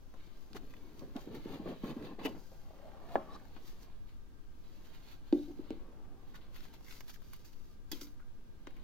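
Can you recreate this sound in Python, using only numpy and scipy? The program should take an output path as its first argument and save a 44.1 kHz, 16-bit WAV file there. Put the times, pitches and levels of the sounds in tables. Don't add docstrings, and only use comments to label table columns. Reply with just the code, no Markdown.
import sys
import numpy as np
from scipy import signal
from scipy.fft import rfft, irfft, next_fast_len
from scipy.io import wavfile

SR = 44100
rng = np.random.default_rng(int(sys.argv[2]) if len(sys.argv) > 2 else 0)


def persist_wave(psi):
    counts = np.round(np.clip(psi, -1, 1) * 32767).astype(np.int16)
    wavfile.write(sys.argv[1], SR, np.atleast_2d(counts).T)


N = 389403

# f/Hz, level/dB, t60/s
BOX_MODES = [(226, -6, 0.058), (285, -4, 0.12), (334, -3.5, 0.048), (436, -6.5, 0.046), (551, -2, 0.069),
             (639.6, -5, 0.11), (720, -6, 0.062), (786, -3.5, 0.068), (906, -5, 0.018), (1065, -6.5, 0.078),
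             (1160, -18, 0.027), (1360, -20.5, 0.09), (1670, -11.5, 0.004)]
WALL_HZ = 540
LEFT_RIGHT = np.array([[.5], [-.5]])


def from_db(db):
    return 10 ** (np.asarray(db) / 20)


def rms_one(x):
    return x / np.sqrt(np.mean(x ** 2) + 1e-20)


def in_time(rows):
    times, *columns = np.transpose(rows)
    return [np.interp(np.arange(N) / SR, times, column) for column in columns]


def at_hz(points, hz):
    freqs, values = np.transpose(points)
    return np.interp(np.log(hz), np.log(freqs), values)


def shaped(x, gain_at):
    size = next_fast_len(N + SR // 2)
    hz = np.maximum(np.arange(size // 2 + 1) * SR / size, 1)
    return irfft(rfft(x, size) * gain_at(hz), size)[..., :N]


def filtered(x, order, hz, kind):
    return signal.sosfilt(signal.butter(order, hz, kind, fs=SR, output="sos"), x)


def panned(x, pan_db):
    return x * from_db(LEFT_RIGHT * pan_db)


def ring(force, hz, t60):
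    r, w = from_db(-60 / (t60 * SR)), 2 * np.pi * hz / SR
    return signal.lfilter([0, np.sin(w)], [1, -2 * r * np.cos(w), r * r], force + 1e-18)


def grains(per_s, spread_db):
    sizes = from_db(spread_db * np.minimum(rng.exponential(1, N), 5)) * rng.choice([-1, 1], N)
    return sizes * (rng.random(N) < per_s / SR)


def spells(curves, fade_s):
    rows = []
    for curve in curves:
        if not rows or curve[0][0] - rows[-1][0] > 2 * fade_s:
            if rows:
                rows.append((rows[-1][0] + fade_s, -100, *rows[-1][2:]))
            rows.append((curve[0][0] - fade_s, -100, *curve[0][2:]))
        rows += list(curve)
    return in_time(rows + [(rows[-1][0] + fade_s, -100, *rows[-1][2:])])


def swells(bed_db, start, end, rise, fall, peak_db):
    t = np.arange(0, N / SR + .002, .001)[:, None]
    before = (start - t) / np.maximum(rise, .002)
    after = (t - end) / np.maximum(fall, .002)
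    drop_db = 20 * np.maximum(np.maximum(before, after), 0)
    power = np.sum(from_db(peak_db - drop_db) ** 2, axis=1)
    return np.sqrt(from_db(bed_db) ** 2 + np.interp(np.arange(N) / SR, t[:, 0], power))


def room_tone():
    # f/Hz, level/dB
    spectrum = [(3, 5), (17, -2), (60, -15), (150, -25.5), (350, -29), (640, -39), (1500, -47), (2000, -56)]
    # f/Hz, left-right likeness (higher is narrower)
    likeness = [(60, -0.31), (180, 0.95), (550, -0.052), (1650, 1), (4970, 0.22), (15000, -2.47)]
    # f/Hz, left minus right/dB
    balance = [(60, 1.5), (180, 2.5), (550, 1), (1650, 3), (4970, -4.5), (15000, 5.5)]

    def weighted(x, lean):
        return shaped(x, lambda hz: np.sqrt(1 + lean * np.clip(at_hz(likeness, hz), -1, 1)))

    mid, side = rng.standard_normal((2, N))
    pair = weighted(mid, 0.87) + weighted(side, -0.16) * [[1], [-1]]
    air = shaped(pair, lambda hz: from_db(at_hz(spectrum, hz) + at_hz(balance, hz) * LEFT_RIGHT))
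    return from_db(-48) * rms_one(air)


def machine_whine():
    # f/Hz, width/Hz, level/dB
    tones = [(941, 9.3, -83.5), (1200, 15, -82), (1587, 13, -81.5)]
    out = np.zeros((2, N))
    for hz, width, level_db in tones:
        t60 = np.log(1000) / (np.pi * width)
        out += from_db(level_db) * rms_one(ring(rng.standard_normal((2, N)), hz, t60))
    return out


def port_hiss():
    # f/Hz, level/dB
    spectrum = [(1200, -25), (1800, 0), (3500, -1), (6300, -7), (8200, -12), (10500, -13), (13000, -9),
                (16000, -10)]
    hiss = shaped(rng.standard_normal((2, N)), lambda hz: from_db(at_hz(spectrum, hz)))
    return from_db(-77) * rms_one(hiss)


def reflections(x):
    # f/Hz, level/dB
    wet = [(100, -36.5), (400, -11.5), (1000, -3), (3000, -0.5), (12000, -10.5)]
    hand_shift_s, t60 = .12, 0.036
    t, hop = np.arange(round(.15 * SR)) / SR, round(hand_shift_s * SR)
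    out, crossfade = np.zeros((2, N + SR)), np.sqrt(np.hanning(2 * hop))
    padded = np.pad(x, [(0, 0), (hop, 2 * hop)])
    for i in range(0, N + hop, hop):
        tails = rng.standard_normal((2, len(t))) * from_db(-60 * t / t60) * (t > .001)
        tails /= np.sqrt(np.sum(tails ** 2, axis=1, keepdims=True))
        echo = signal.fftconvolve(padded[:, i:i + 2 * hop] * crossfade, tails, axes=1)
        out[:, i:i + echo.shape[1]] += echo
    return shaped(out[:, hop:hop + N], lambda hz: from_db(at_hz(wet, hz)))


def at_ports(x):
    # f/Hz, lead of the left/rad
    lead = [(100, .1), (300, 0.21), (700, 0.72), (2000, 0.36), (5000, 1.24), (12000, 1.4)]
    # f/Hz, left minus right/dB
    balance = [(60, -5), (180, 1.5), (550, -0.5), (1650, 1), (4970, -3.5), (15000, 6.5)]
    return shaped(x, lambda hz: (from_db(at_hz(balance, hz)) * np.exp(1j * at_hz(lead, hz))) ** LEFT_RIGHT)


def radiated(x, low_hz):
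    return filtered(x, 4, low_hz, "high")


def friction_bands():
    # f/Hz, level/dB
    spectrum = [(530, -18.5), (900, -4.5), (1340, -6.5), (1460, -6.5), (2040, -6), (3000, -6), (4300, -5),
                (4900, -10.5), (6300, -10), (7400, -17), (8350, -16.5), (9090, 1), (11100, -3), (13700, 7),
                (16000, -2.5)]
    likeness, hiss_hz, crisp_hz = 0.4, 4600, 7800
    shared = np.sqrt(likeness) * grains(per_s=5000, spread_db=4.0)
    slips = [shared + np.sqrt(1 - likeness) * grains(per_s=6400, spread_db=2.5) for port in "LR"]
    friction = shaped(slips, lambda hz: from_db(at_hz(spectrum, hz)))
    bands = [(hiss_hz, "low"), ([hiss_hz, crisp_hz], "band"), (crisp_hz, "high")]
    return [rms_one(filtered(friction, 8, hz, kind)) for hz, kind in bands]


def rustle(rasp, hiss, crisp):
    # t/s, rasp level/dB, brightness/dB
    touch = [
        [(0.0, -100, -34), (0.2, -70, -24), (0.5, -81.5, -7), (0.65, -73.5, -5.5), (1.1, -76.5, -4.5),
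         (1.25, -72.5, -15), (2.0, -69.5, -8), (2.17, -88, -6), (2.4, -78, 5), (2.9, -77.5, -7.5),
         (3.5, -76, -4.5), (3.92, -75.5, -16)],
        [(4.62, -88, -17), (4.8, -77, -6), (5.3, -103, -12), (5.72, -67.5, -26)],
        [(6.3, -75, -9), (6.8, -105, -11), (7.06, -82, -12), (7.25, -75.5, -0.5), (7.74, -82, 1.5),
         (7.9, -114, -29), (8.6, -84, -25), (8.83, -74, -14)],
    ]
    # peak t/s, rasp level/dB, rise/s, fall/s, brightness/dB
    strokes = [(0.27, -88.5, 1, 0.098, 9), (0.42, -79, 0.22, 0.23, 3.5), (0.565, -54.5, 0.022, 0.025, -5),
               (0.708, -69, 0.021, 0.037, -4.5), (1.0, -74.5, 0.085, 0.09, 2),
               (1.167, -61, 0.012, 0.035, -12), (1.21, -67, 0.1, 0.12, -2.5),
               (1.355, -60, 0.054, 0.072, -8.5), (1.54, -60, 0.25, 0.096, -9), (1.69, -58, 0.061, 0.1, -13),
               (1.86, -60, 0.055, 0.089, -11), (1.91, -57.5, 0.14, 0.027, -11),
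               (2.05, -57.5, 0.044, 0.11, -13.5), (2.195, -61, .015, 0.24, -18),
               (2.26, -48, 0.028, 0.0087, -5), (2.285, -63, .02, 0.063, -3.5),
               (3.145, -66, 0.14, 0.065, -7), (3.355, -82, 0.077, .015, -6), (3.57, -67.5, 0.1, .06, -16),
               (3.68, -65.5, 0.093, 0.13, 0), (3.83, -68.5, 0.064, 0.04, 2),
               (4.095, -70, 0.048, 0.089, -11), (4.64, -72.5, 0.013, 0.19, -24), (4.76, -75, 0.4, 0.11, -2),
               (4.86, -68.5, 0.046, .06, -2.5), (4.95, -65, 0.11, 0.099, -8), (5.124, -62, 0.2, 0.081, -7),
               (5.28, -70, 0.11, 0.11, -10), (5.346, -69, 0.02, 0.53, -2.5),
               (6.355, -59.5, 0.019, 0.044, -7.5), (6.415, -67, 0.016, 0.12, -16),
               (6.56, -61.5, 0.045, 0.12, -6.5), (6.64, -63, 0.079, 0.11, -6.5),
               (6.74, -63.5, 0.029, 0.068, -7.5), (6.915, -63, 0.12, 0.17, 1),
               (6.965, -66, 0.12, 0.08, -0.5), (7.006, -69.5, 0.0092, 0.012, 11.5),
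               (7.1, -57.5, 0.037, 0.025, -1.5), (7.142, -66.5, 0.031, 0.033, 5.5),
               (7.336, -59, 0.018, 0.037, -3.5), (7.45, -68, 0.0057, 0.073, 4),
               (7.917, -48, 0.0021, 0.03, 0), (7.95, -61, 0.053, 0.16, -1),
               (8.012, -60.5, 0.0069, 0.077, 5.5), (8.67, -67.5, 0.019, 0.084, -26)]
    # t/s, left minus right/dB
    hand_pan = [(0.0, 0.5), (1.1, 2), (2.3, 0.5), (3.3, 1), (4.8, -2), (6.5, 3), (7.55, -0.5), (8.83, 4)]
    bed_db, bed_bright_db = spells(touch, fade_s=.27)
    t, peak_db, rise, fall, bright_db = np.transpose(strokes)

    def gain(follow):
        return swells(bed_db + follow * bed_bright_db, t, t, rise, fall, peak_db + follow * bright_db)

    rub = gain(0) * rasp + gain(1) * hiss + from_db(-0.5) * gain(0.87) * crisp
    return panned(rub, *in_time(hand_pan))


def snaps(rasp, hiss, crisp):
    # t/s, level/dB, f/Hz, crispness/dB, t60/s, left minus right/dB
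    events = [(0.1408, -54.5, 1580, -34, 0.013, -1), (0.5317, -49.5, 4540, -15, 0.0092, -1),
              (0.548, -48, 1430, -15, 0.025, 9), (0.5675, -39, 1360, -25, 0.019, 1),
              (0.7387, -49.5, 1900, -15, 0.013, 2), (0.766, -58, 3300, -9, 0.02, -3),
              (0.9936, -53, 5230, -5, 0.012, -10), (1.1649, -39.5, 3620, -18, 0.008, -3),
              (1.35, -49, 1960, -4, 0.022, -3), (1.842, -50, 2240, -6, 0.027, -2),
              (2.025, -51.5, 2050, -15, 0.046, -3), (2.19, -55, 1920, -17, 0.021, 0),
              (2.25, -40, 2870, -7, 0.037, 2), (2.261, -40.5, 3020, -11, 0.036, 16),
              (3.1556, -49, 3300, -20, 0.012, 3), (3.337, -58, 3200, -13, 0.02, -2),
              (3.398, -60, 1540, -17, 0.025, -1), (3.4535, -54, 1530, -9, 0.018, -5),
              (3.565, -49.5, 1860, -36, 0.012, 3), (5.3261, -43, 3780, -22, 0.013, 1),
              (5.7056, -42.5, 3000, -27, 0.008, 0), (6.3427, -54.5, 1620, -27, 0.22, -4),
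              (6.545, -60, 4500, -7, 0.028, -2), (6.563, -53, 2400, 0, 0.026, -3),
              (6.606, -48.5, 4300, -12, 0.012, 3), (6.653, -50, 1400, -16, 0.025, 1),
              (6.709, -63, 4000, -8, 0.0089, 0), (6.737, -54, 1360, -7, 0.028, -3),
              (6.809, -55, 1200, -15, 0.014, 3), (6.846, -55, 5670, -14, 0.019, -3),
              (6.8694, -62, 1970, -7, 0.022, -8), (6.8827, -49, 1950, -9, 0.02, 3.5),
              (6.9104, -41.5, 3040, -17, 0.0081, -8), (6.925, -46, 3020, -15, 0.011, 8),
              (6.965, -52, 3000, -10, 0.0075, 0), (6.988, -62, 6100, -10, 0.008, 0),
              (7.007, -41.5, 2270, -12, 0.0088, -5), (7.081, -55, 4000, 1, 0.023, -3),
              (7.096, -47, 1470, 1, 0.0066, -5), (7.104, -58, 1300, -10, 0.0092, -3),
              (7.142, -53.5, 3530, -3, 0.038, -2), (7.16, -49, 1600, -15, 0.01, 2),
              (7.22, -54.5, 1190, -3, 0.021, -1), (7.334, -45, 1600, 0, 0.0092, -2),
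              (7.365, -66, 2500, 11, 0.025, -2), (7.447, -57.5, 2400, -5, 0.039, -2),
              (7.5305, -57.5, 4690, -4, 0.037, -1), (7.9161, -37.5, 6240, 3, 0.027, -6),
              (8.013, -45, 6400, -2, 0.034, -4), (8.069, -56.5, 4120, -3, 0.038, -1),
              (8.6703, -50, 3000, -22, 0.011, -7), (8.671, -44.5, 1510, -28, 0.015, 6),
              (8.707, -55, 2200, -12, 0.021, 2), (8.766, -57, 2160, -10, 0.05, 1)]
    tick_db, tick_cycles, burst_db = 7, 1.47, -4
    out = np.zeros((2, N))
    for t, level_db, hz, crisp_db, t60, pan_db in events:
        i = np.arange(round(t * SR), min(round((t + 0.18) * SR), N))
        decay = from_db(level_db + burst_db - 60 * (i - i[0]) / SR / np.clip(t60, .004, .2))
        earlier = i - 999
        broad = (rasp + hiss)[:, earlier]
        flap = rms_one(ring(broad, hz, 5 / hz))
        burst = flap + 0.3 * broad + from_db(crisp_db) * crisp[:, earlier]
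        tick = from_db(level_db + tick_db) * ring(1. * (i == i[0]), hz, tick_cycles / hz)
        out[:, i] += panned(tick + decay * burst, pan_db)
    return out


def rim_scrapes():
    # t/s, level/dB, f/Hz
    scrapes = [
        [(2.24, -57, 2850), (2.266, -47, 3010), (2.285, -63, 3040), (2.33, -75, 2770)],
        [(2.75, -70, 519.6), (2.88, -54.5, 615), (2.97, -81, 640), (3.12, -51, 680), (3.212, -61, 716),
         (3.228, -65, 720)],
        [(3.24, -74, 1105), (3.3, -61, 1150), (3.345, -60, 1170), (3.366, -50, 1163), (3.378, -82, 1116),
         (3.406, -74, 1160), (3.43, -77, 1300)],
        [(3.3, -74, 3800), (3.365, -65.5, 4080), (3.372, -87, 4100)],
        [(3.325, -72, 5030), (3.36, -67, 5740)],
        [(5.35, -74.5, 3730), (5.37, -68.5, 3690), (5.47, -76, 3870)],
        [(6.865, -69, 1950), (6.91, -64, 1916), (6.93, -74, 1690)],
        [(7.925, -53, 3400), (7.94, -61, 3330)],
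        [(8.198, -66.5, 1523), (8.235, -80, 1420)],
    ]
    width = 0.075
    slips = grains(per_s=2000, spread_db=3.0) * np.exp(2j * np.pi * rng.random(N))
    out = np.zeros(N)
    for scrape in scrapes:
        level_db, hz = spells([scrape], fade_s=.01)
        heard = level_db > -99
        pole = np.exp(-np.pi * width * hz[heard].mean() / SR)
        envelope = signal.lfilter([1], [1, -pole], slips[:SR])
        carrier = np.exp(2j * np.pi * np.cumsum(hz[heard]) / SR)
        ringing = np.real(envelope[-heard.sum():] * carrier) / np.std(envelope.real)
        out[heard] += from_db(level_db[heard]) * ringing
        slips = np.roll(slips, -SR // 2)
    return out


def card_slide():
    # t/s, body level/dB, walls re body/dB
    grip = [
        [(0.0, -74, -5), (0.5, -66, -8.5), (0.65, -62.5, -11.5), (1.1, -57.5, -12), (2.4, -62.5, -10),
         (2.5, -72.5, -0.5), (3.1, -61.5, 4), (3.33, -60, 2), (3.57, -67.5, -8), (3.9, -69, -2)],
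        [(4.7, -72, -2.5), (4.9, -71.5, 2), (5.3, -75, -4), (5.5, -62, -11.5), (5.94, -62, -5),
         (7.0, -69.5, -12), (7.8, -88, -21), (8.35, -90, -3), (8.83, -66.5, -3)],
    ]
    # t/s, hold/s, body level/dB, walls re body/dB
    jerks = [(0.549, 0.0055, -50.5, -7), (0.625, 0.0088, -56.5, -12), (1.011, 0.019, -48.5, -22),
             (1.156, 0.02, -52.5, 1.5), (1.275, 0.07, -50.5, -30), (1.34, 0.031, -47, -16),
             (1.47, 0.092, -46, -11.5), (1.61, 0.049, -51.5, -25), (1.66, 0.065, -43, -14),
             (1.841, 0.076, -45, -7.5), (1.968, 0.15, -46, -13), (2.193, 0.039, -49, -3.5),
             (2.25, 0.067, -48.5, -17), (2.345, 0.023, -49.5, -10.5), (3.17, 0.055, -59.5, 5.5),
             (5.59, 0.026, -56, -24)]
    rise_s, fall_s = 0.0095, 0.059
    bed_db, bed_wall_db = spells(grip, fade_s=.3)
    t, hold, body_db, wall_db = np.transpose(jerks)
    timing = t, t + hold, rise_s, fall_s
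    slips = grains(per_s=2400, spread_db=2.5)
    group = rng.integers(0, 4, N)
    body, walls = np.zeros((2, N))
    for k, (hz, level_db, t60) in enumerate(BOX_MODES):
        mode = ring(slips * (group == k % 4), hz, 0.35 * t60)
        part = walls if hz > WALL_HZ else body
        part += from_db(level_db) * rms_one(mode)
    return (swells(bed_db, *timing, body_db) * rms_one(body)
            + swells(bed_db + bed_wall_db, *timing, body_db + wall_db) * rms_one(walls))


def knocks(events, modes, contact_hz, judder_db, judder_t60, edge_db):
    t, thump_db, thump_hz, thump_cycles, ring_db, hard_db = np.transpose(events)
    onsets, out = np.round(t * SR).astype(int), np.zeros(N)
    scatter_db = rng.normal(0, 0.38, (len(t), len(modes)))
    judder = from_db(judder_db) * rms_one(grains(per_s=400, spread_db=0.0))
    for k, (hz, mode_db, t60) in enumerate(modes):
        wall_db = (hard_db - 0.5) * (hz > WALL_HZ)
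        force = np.zeros(N)
        force[onsets] = from_db(thump_db + ring_db + mode_db + scatter_db[:, k] + wall_db)
        settling = signal.lfilter([1], [1, -from_db(-60 / (judder_t60 * SR))], force + 1e-18)
        out += ring(force + settling * np.roll(judder, 500 * k), hz, t60)
    out[onsets] += from_db(thump_db + hard_db + edge_db)
    out = filtered(out, 4, contact_hz, "low")
    for i, level_db, hz, cycles in zip(onsets, thump_db, thump_hz, thump_cycles):
        phase = np.arange(round(cycles / hz * SR)) * hz / SR
        swell = np.sin(np.pi * (phase / cycles) ** 0.77) ** 2
        out[i:i + len(phase)] += from_db(level_db) * swell * np.sin(2 * np.pi * phase)
    return -out


def box_knocks():
    # t/s, thump level/dB, thump f/Hz, thump length/cycles, ring re thump/dB, hardness/dB
    hits = [(0.14, -46.5, 204, 1.6, -15, 1.5), (0.551, -43.5, 398, 7.1, -17, 3.5),
            (1.011, -45, 258, 4.9, -9, -12), (1.154, -31, 255, 4, -20, -14),
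            (1.273, -38, 323, 1.2, -17, -9), (1.457, -29.5, 268, 1.24, -22, -8),
            (1.5965, -31.5, 236, 1.9, -15.5, -8), (1.658, -29.5, 350, 1.9, -22, -12),
            (1.6755, -29.5, 400, 1.7, -22, 0.5), (1.712, -41.5, 354, 3, -6, -5),
            (1.836, -25.5, 220, 1.9, -16, -13), (1.843, -39.5, 510, 1.6, -18, 2),
            (1.964, -30.5, 238, 2.1, -31, -24), (2.186, -38, 337, 1.3, -21, -17),
            (2.251, -33.5, 290, 4.6, 0.5, -26), (2.258, -32, 285, 5.8, -12, 5),
            (2.517, -54.5, 520, 4.7, -12, 3), (2.707, -42.5, 547, 1.7, -23, -13),
            (2.735, -47.5, 600, 1.9, -14, -8), (3.1556, -14, 673, 1.9, -19.5, -1),
            (3.157, -30.5, 1600, 6.1, -30, -18), (3.564, -51, 270, 2.1, -3.5, -5.5)]
    box = knocks(hits, BOX_MODES, contact_hz=1730, judder_db=-24.5, judder_t60=0.14, edge_db=13.0)
    return radiated(box, low_hz=207)


def lid_knocks():
    # t/s, thump level/dB, thump f/Hz, thump length/cycles, ring re thump/dB, hardness/dB
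    hits = [(5.3264, -17, 296, 3.7, -18.5, -4.5), (5.344, -28.5, 315, 6.6, -40, -10),
            (5.3595, -27, 302, 3.2, -37, -5), (5.38, -38, 302, 5.9, -31, -10),
            (5.397, -42, 304, 5.2, -16, -6), (5.478, -38.5, 305, 5.9, -24, 0),
            (5.496, -41.5, 320, 6.6, -19.5, -11), (5.591, -34.5, 316, 4.6, -28, -14),
            (5.7056, -37, 293, 6.3, -7, -7.5), (7.915, -43, 293, 3.8, -16, -13),
            (7.928, -41, 299, 6.5, -13, -20), (8.017, -47.5, 293, 2.3, -14.5, -13),
            (8.201, -56, 1160, 3.3, -34, 10), (8.671, -44, 285, 2.1, -22, 10)]
    # f/Hz, level/dB, t60/s
    modes = [(236, -10.5, 0.69), (265.5, 9, 0.055), (293, 5.5, 0.34), (323, -1, 0.22), (350, -0.5, 0.16),
             (417, -0.5, 0.03), (470, -11, 0.17), (513, -8, 0.029), (542, 4.5, 0.028), (770, -12.5, 0.17),
             (870, -12, 0.034)]
    lid = knocks(hits, modes, contact_hz=920, judder_db=-27.5, judder_t60=0.19, edge_db=-18.0)
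    return radiated(lid, low_hz=235)


def scene():
    knocking = box_knocks() + lid_knocks()
    sliding = radiated(card_slide() + rim_scrapes(), low_hz=110)
    friction = friction_bands()
    near = knocking + sliding + rustle(*friction) + snaps(*friction)
    return at_ports(near) + reflections(near) + room_tone() + machine_whine() + port_hiss()


def record(dry):
    stop_hz = 16500
    return signal.sosfilt(signal.cheby2(20, 70, stop_hz, fs=SR, output="sos"), dry)


dry = scene()
out = record(dry)
persist_wave(out)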